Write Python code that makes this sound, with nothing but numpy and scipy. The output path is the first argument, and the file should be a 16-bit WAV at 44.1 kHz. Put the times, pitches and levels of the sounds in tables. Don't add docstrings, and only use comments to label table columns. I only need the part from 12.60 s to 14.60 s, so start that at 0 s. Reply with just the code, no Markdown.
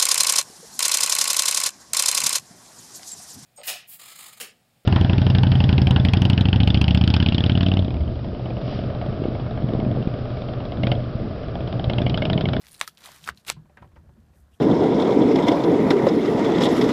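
import sys
import numpy as np
from scipy import signal
from scipy.fft import rfft, irfft
from scipy.io import wavfile

SR = 44100
rng = np.random.default_rng(int(sys.argv[2]) if len(sys.argv) > 2 else 0)


def put_to_file(sound):
    columns = np.atleast_2d(sound).T
    safe = np.clip(columns, -1, 1)
    whole_steps = np.round(safe * 32767)
    wavfile.write(sys.argv[1], SR, whole_steps.astype(np.int16))


def attenuation_scalar(level_db):
    decades = np.asarray(level_db, float) / 20
    return 10 ** decades


N = 88200

SNAP_MS, SNAP_OCTAVES = 0.89, 0.25


def in_time(rows):
    s, *columns = np.transpose(rows)
    return [np.interp(np.arange(N) / SR, s, c) for c in columns]


def at_hz(points, hz):
    point_hz, point_db = np.array(points)[:, :2].T
    return np.interp(np.log(hz), np.log(point_hz), point_db)


def rms_one(x):
    return x / np.sqrt(np.mean(x ** 2) + 1e-20)


def band(x, lo_hz, hi_hz):
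    sos = signal.butter(2, [lo_hz, min(hi_hz, 20000)], "band", fs=SR, output="sos")
    return signal.sosfilt(sos, x)


def drift(rate):
    r = np.exp(-2 * np.pi * rate / SR)
    noise = rng.standard_normal(2 * N)
    return rms_one(signal.lfilter([1], [1, -2 * r, r * r], noise)[N:])


def ring(clicks, hz, t60):
    r, w = attenuation_scalar(-60 / (t60 * SR)), 2 * np.pi * hz / SR
    return signal.lfilter([0, np.sin(w)], [1, -2 * r * np.cos(w), r * r], clicks + 1e-18)


def coloured(spectrum):
    hz = np.maximum(np.arange(N // 2 + 1) * SR / N, 10)
    return rms_one(irfft(rfft(rng.standard_normal(N)) * attenuation_scalar(at_hz(spectrum, hz)), N))


def add(out, s, x):
    i = int(s * SR)
    out[i:i + len(x)] += x[:N - i]


def tearing():
    # time in seconds, level in dB, body against hiss in dB.
    tugs = [
        [(0, -64.5, -5), (.1, -59, -12.5), (.15, -54.5, -20.5), (.185, -65, -3), (.209, -58.5, 5.5),
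         (.216, -41, 5.5), (.262, -63.5, -2), (.282, -44.5, -13), (.315, -72, -13.5)],
        [(.365, -73, -2), (.375, -60, -4.5), (.415, -59.5, -2), (.455, -49, -4), (.575, -57, -3.5),
         (.61, -58, -6.5), (.655, -52, -10.5), (.695, -41.5, 5), (.725, -89, 17.5)],
        [(.77, -63.5, -23), (.78, -58.5, -20.5), (.84, -77.5, -17), (.863, -60.5, -5.5), (.866, -47, -12),
         (.886, -37.5, -5.5), (.904, -36.5, 1.5), (.922, -49, -4), (.958, -68.5, 10)],
    ]
    # time in seconds, extra top hiss in dB.
    dryness = [(0, 7.5), (.19, 5), (.225, -6), (.29, 12), (.5, 2.5), (.7, -5.5), (.88, 1.5), (.92, 3.5)]
    # frequency in Hz, level in dB per Hz.
    paper = [(500, -18), (900, -7), (1500, -0.5), (2600, -1.5), (3900, 5), (6500, -3), (9500, -2),
             (15000, -7)]
    fibres_per_s, body_top_hz, dry_from_hz = 20000, 2200, 16000
    tug_rows = [row for tug in tugs for row in tug]
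    db, body_db = in_time(tug_rows + [(0.93, -82.5, 0.0049)])
    dry_db, = in_time(dryness)

    fibre_db = 3.0 * np.minimum(rng.exponential(1, N), 5)
    clump_db = 1.8 * drift(170)
    sizes = attenuation_scalar(fibre_db + clump_db) * rng.choice([-1, 1], N)
    clicks = sizes * (rng.random(N) < fibres_per_s / SR)
    dealt = rng.integers(0, 24, N)

    body, hiss = np.zeros(N), np.zeros(N)
    for k, hz in enumerate(np.geomspace(600, 15000, 24)):
        ringing = ring(clicks * (dealt == k), hz, 9.0 / hz)
        patch_db = 2.5 * drift(62)
        part = attenuation_scalar(at_hz(paper, hz) + patch_db) * hz * ringing
        part = part * attenuation_scalar(dry_db / (1 + (dry_from_hz / hz) ** 4))
        share = 1 / (1 + (hz / body_top_hz) ** 4)
        body += share * part
        hiss += (1 - share) * part
    return attenuation_scalar(db) * (rms_one(hiss) + attenuation_scalar(body_db) * rms_one(body))


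def snap(db, hz, bright_db, ms, octaves):
    # frequency in Hz, level in dB per flap mode.
    crack_spectrum = [(600, -15), (1100, -9), (3000, -1.5), (8500, -0.5), (14000, -21)]
    t, out = np.arange(900) / SR, 0
    half_octave = np.sqrt(2)
    for mode_hz in np.geomspace(600, 14500, 22):
        burst = rng.standard_normal(len(t)) * np.exp(-1000 * t / ms)
        near_pitch = np.exp(-(np.log2(mode_hz / hz) / octaves) ** 2)
        share = near_pitch + attenuation_scalar(bright_db + at_hz(crack_spectrum, mode_hz))
        mode = ring(burst, mode_hz, 5.5 / mode_hz + .001)
        out = out + share * rms_one(band(mode, mode_hz / half_octave, half_octave * mode_hz))
    own_mode = band(ring(burst, hz, .006), hz / half_octave, half_octave * hz)
    out = out + attenuation_scalar(4) * rms_one(own_mode)
    return attenuation_scalar(db) * out / abs(out).max()


def snaps():
    # start in seconds, peak in dB, flap pitch in Hz, bright crack in dB, burst decay in ms.
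    big_snaps = [
        (.2124, -22, 2100, -2, .28),
        (.2770, -27, 5200, 0, 1.6),
        (.6752, -27, 2400, 0, 1.1),
        (.689, -26, 1480, -6, .4),
        (.901, -20, 2600, 3, .28),
    ]
    # start in seconds, peak in dB, flap pitch in Hz, bright crack in dB.
    small_snaps = [(0.0398, -46.5, 2100, -23), (0.0494, -50, 1900, -11), (.057, -42.5, 3600, 2),
                   (.068, -37, 4200, 13), (.0845, -46, 4050, -16), (.112, -46, 10100, -34),
                   (0.118, -35.5, 9350, -30), (0.13, -36.5, 9400, -15), (.143, -36, 9250, -12),
                   (.147, -38.5, 4040, -19), (.179, -45, 7350, -2), (.1945, -36, 8600, -18),
                   (.201, -31.5, 7850, 2), (0.373, -39.5, 3400, -7), (0.458, -30.5, 4200, -3),
                   (.4595, -35.5, 9400, -23), (.6405, -34.5, 3170, -7), (.646, -37, 7700, -22),
                   (.747, -49, 5030, 28), (.774, -40, 4100, -16), (0.849, -42, 4400, 3),
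                   (0.865, -43.5, 8500, 3.5)]
    # start in seconds, peak in dB, pitch in Hz.
    pops = [
        (.462, -35.5, 1900),
        (.473, -39, 846),
        (.489, -36, 813),
        (.682, -29.5, 1470),
        (0.896, -35, 1390),
    ]
    out = np.zeros(N)
    for s, db, hz, bright_db, ms in big_snaps:
        add(out, s, snap(db, hz, bright_db, ms, SNAP_OCTAVES))
    for s, db, hz, bright_db in small_snaps:
        add(out, s, snap(db, hz, bright_db, SNAP_MS, SNAP_OCTAVES))
    for s, db, hz in pops:
        add(out, s, snap(db, hz, -13.5, 2 * SNAP_MS, .2))
    return out


def breaks():
    # start in seconds, peak in dB.
    blows = [
        (.21265, -5),
        (0.9, -4),
        (.2766, -22.5),
        (.6763, -19),
        (.6891, -13),
    ]
    # frequency in Hz, level in dB, t60 in seconds.
    flaps = [
        [(650, -15, 0.01), (1113, -5, .009), (1864, 0.5, .005), (2600, 0.5, 0.0035), (3800, -1, .004),
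         (5900, -7.5, .004), (7170, -11.5, .004), (9000, -8.5, .004), (13000, -22.5, .003)],
        [(450, -12.5, .01), (760, -8, .009), (1300, -9, 0.011), (2450, -1, .006), (4200, 1.5, .004),
         (5800, -1, .003), (8000, 3, 0.003), (10500, -7, .003), (12700, -12.5, .003)],
        [(1296, -0.5, .03), (1900, -1.5, 0.0084), (3340, -6.5, 0.0088), (4500, 1, 0.0095), (6200, -8, 0.0096),
         (9400, -1, 0.0068), (13330, -3, 0.01)],
        [(750, -13, .012), (1300, -2.5, .012), (2500, -6.5, .007)],
        [(650, -16, 0.009), (1050, -6.5, .008), (1500, 1, .007), (2100, -7.5, 0.0047)],
    ]
    # start in seconds, peak in dB, pitch in Hz, bright crack in dB.
    ticks = [(.668, -39, 1470, -30), (.694, -37, 1500, -22), (.697, -35, 1610, -4), (0.698, -37, 4500, -13),
             (0.8813, -24, 3480, -2), (0.884, -25, 2790, -18), (0.8878, -22, 4200, 2),
             (0.8932, -21, 1900, 5), (0.908, -44, 2370, -10), (.9195, -38.5, 3000, -2),
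             (1.1719, -40.5, 1650, -23), (1.2195, -50, 1900, -13), (1.276, -62.5, 3000, -10),
             (1.358, -56, 2870, -17), (1.371, -53.5, 1785, -19), (.094, -45, 9000, -16),
             (0.124, -44, 9600, -18), (.153, -45, 9500, -1), (.380, -43, 3800, -3), (.407, -44, 3900, -12),
             (0.451, -41, 1110, -15), (0.496, -44, 1900, -5), (.562, -42.5, 1500, -3)]
    flap_low_hz = 300
    out, blow = np.zeros(N), np.arange(900) == 0
    for (s, db), modes in zip(blows, flaps):
        x = 0
        for k, (hz, mode_db, t60) in enumerate(modes):
            x = x + (-1) ** k * attenuation_scalar(mode_db) * ring(blow, hz, t60)
        x = band(band(x, flap_low_hz, SR / 2), flap_low_hz, SR / 2)
        add(out, s, attenuation_scalar(db) * x / abs(x).max())
    for s, db, hz, bright_db in ticks:
        add(out, s, snap(db, hz, bright_db, SNAP_MS, SNAP_OCTAVES))
    return out


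def knocks():
    # start in seconds, peak in dB, favoured pitch in Hz, scuff brightness in dB, rattle in ms.
    frame_knocks = [(0.966, -49.5, 978, -29, 18), (1.056, -54, 942, -15, 7.0), (1.096, -51, 603, -10.5, 8),
                    (1.171, -40.5, 1560, -9.5, 17.4), (1.224, -38.5, 985, -15.5, 6.0),
                    (1.243, -44.5, 760, -15, 14.2), (1.317, -54.5, 999, -12.5, 11),
                    (1.362, -45, 980, -15, 12), (1.439, -57.5, 538, -29, 30), (1.492, -51, 937, -22, 7.0),
                    (1.564, -58.5, 455, -11, 15.0), (1.732, -59.5, 523, -4.5, 17.8)]
    # frequency in Hz, level in dB, t60 in seconds.
    frame = [(332.6, -19, 0.032), (584, 5.5, 0.056), (764, 0.5, 0.068), (980, 17, 0.012), (1293, 3, 0.032),
             (1526, 5.5, 0.012), (1870, -9, 0.041), (2480, -20.5, 0.016)]
    favour_db_per_octave = 14.5
    out, t = np.zeros(N), np.arange(6000) / SR
    for s, db, pitch_hz, bright_db, ms in frame_knocks:
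        push = rng.standard_normal(len(t)) * np.exp(-1000 * t / ms)
        body = 0
        for hz, mode_db, t60 in frame:
            distance = abs(np.log2(hz / pitch_hz))
            body = body + attenuation_scalar(mode_db - favour_db_per_octave * distance) * ring(push, hz, min(t60, .07))
        scuff = band(band(push, 850, 2200), 450, 3700)
        add(out, s, attenuation_scalar(db) * (body / abs(body).max() + attenuation_scalar(bright_db) * scuff / abs(scuff).max()))
    return out


def panel():
    # time in seconds, level in dB, upper modes against lower in dB.
    load = [(0.0, -74.5, 5), (0.13, -57.5, -7), (0.24, -72.5, 5.5), (0.64, -71, 8.5), (0.72, -54.5, 6),
            (0.84, -66.5, -5), (0.9, -56, 6.5), (1.03, -56, 4.5), (1.17, -62.5, 2.5), (1.23, -51, 1),
            (1.3, -61, 3), (1.38, -53.5, 0), (1.58, -57, 2.5), (1.64, -54.5, -9), (1.68, -59.5, 1),
            (1.73, -50, -10), (1.96, -59, -4), (2.0, -62, 3.5)]
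    # frequency in Hz, level in dB, t60 in seconds.
    panel_modes = [(51.5, -28, .15), (74, 1, 0.55), (122, -3.5, 0.11), (152.5, -1.5, .15), (201, -3, 0.051),
                   (335, -10.5, 0.039)]
    pushes_per_s = 250
    db, upper_db = in_time(load)
    pushes = rng.standard_normal((2, N)) * (rng.random((2, N)) < pushes_per_s / SR)
    out = 0
    for k, (hz, mode_db, t60) in enumerate(panel_modes):
        level = attenuation_scalar(mode_db + upper_db * (hz > 90))
        out = out + level * rms_one(ring(pushes[k % 2], hz, t60))
    return attenuation_scalar(db - 4) * band(band(out, 27, 440), 33, 750)


def thumps():
    # start in seconds, peak in dB, pitch in Hz.
    landings = [(0.622, -50.5, 158), (0.69, -46, 74), (0.706, -52, 133), (0.909, -57, 137.7),
                (0.966, -37, 149.6), (0.986, -52, 156.6), (1.212, -43.5, 108), (1.273, -49, 98),
                (1.325, -46, 74), (1.373, -43, 74), (1.469, -43, 74), (1.574, -48, 216.5),
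                (1.59, -47.5, 74), (1.796, -48, 74), (1.927, -49.5, 74)]
    rise_s = .013
    out, t = np.zeros(N), np.arange(8000) / SR
    swell = (t / rise_s * np.exp(1 - t / rise_s)) ** 2
    for s, db, hz in landings:
        add(out, s, attenuation_scalar(db) * swell * np.sin(2 * np.pi * hz * t))
    return out


def brushing():
    # start in seconds, length in seconds, level in dB, centre in Hz, width in octaves.
    brushes = [
        (0.109, 0.13, -64, 9400, 0.27),
        (1.704, 0.16, -73, 9000, 1.23),
        (1.901, 0.098, -72.5, 8000, 1.3),
        (1.919, 0.047, -69.5, 2907, 0.39),
        (1.992, 0.014, -68.5, 3000, 1.4),
    ]
    t, out = np.arange(N) / SR, 0
    for s, length, db, hz, octaves in brushes:
        swell = np.clip(2.5 * np.minimum(t - s, s + length - t) / length, 0, 1)
        level = attenuation_scalar(db + 2.0 * drift(100)) * swell
        half_width = 2 ** (octaves / 2)
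        out = out + level * rms_one(band(rng.standard_normal(N), hz / half_width, hz * half_width))
    return out


def room(x):
    # frequency in Hz, t60 in seconds.
    decay = [(300, .15), (1000, 0.05), (3000, 0.15), (9000, .07)]
    room_db, gap_s = -21.5, 0.0036
    t, edges = np.arange(SR // 3) / SR, 150 * 2.0 ** np.arange(8)
    tail = 0
    for lo, hi in zip(edges, edges[1:]):
        fall = attenuation_scalar(-60 * t / at_hz(decay, np.sqrt(lo * hi)))
        tail = tail + band(rng.standard_normal(len(t)), lo, hi) * fall
    tail = tail * np.clip(t / gap_s - 1, 0, 1)
    return attenuation_scalar(room_db) * signal.fftconvolve(x, tail / np.sqrt(np.sum(tail ** 2)))[:N]


def room_tone():
    # frequency in Hz, level in dB per Hz.
    tone_spectrum = [(88, -28), (150, -8), (391, -13.5), (745, -12), (871, -17.5), (1720, -18), (2180, -30),
                     (14500, -36.5), (16000, -40.5)]
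    return attenuation_scalar(-69 + 0.61 * drift(13)) * band(coloured(tone_spectrum), 64, 22000)


def scene():
    near = snaps() + tearing() + breaks() + knocks()
    return (near + room(near) + panel() + thumps() + brushing() + room_tone())[None]


def band_limit(x):
    return signal.sosfilt(signal.butter(12, 16470, fs=SR, output="sos"), x)


def record(dry):
    low_pass = signal.cheby2(10, 25, 15400, fs=SR, output="sos")
    mix = signal.sosfilt(low_pass, dry)
    return band_limit(mix)


dry = scene()
out = record(dry)
put_to_file(out)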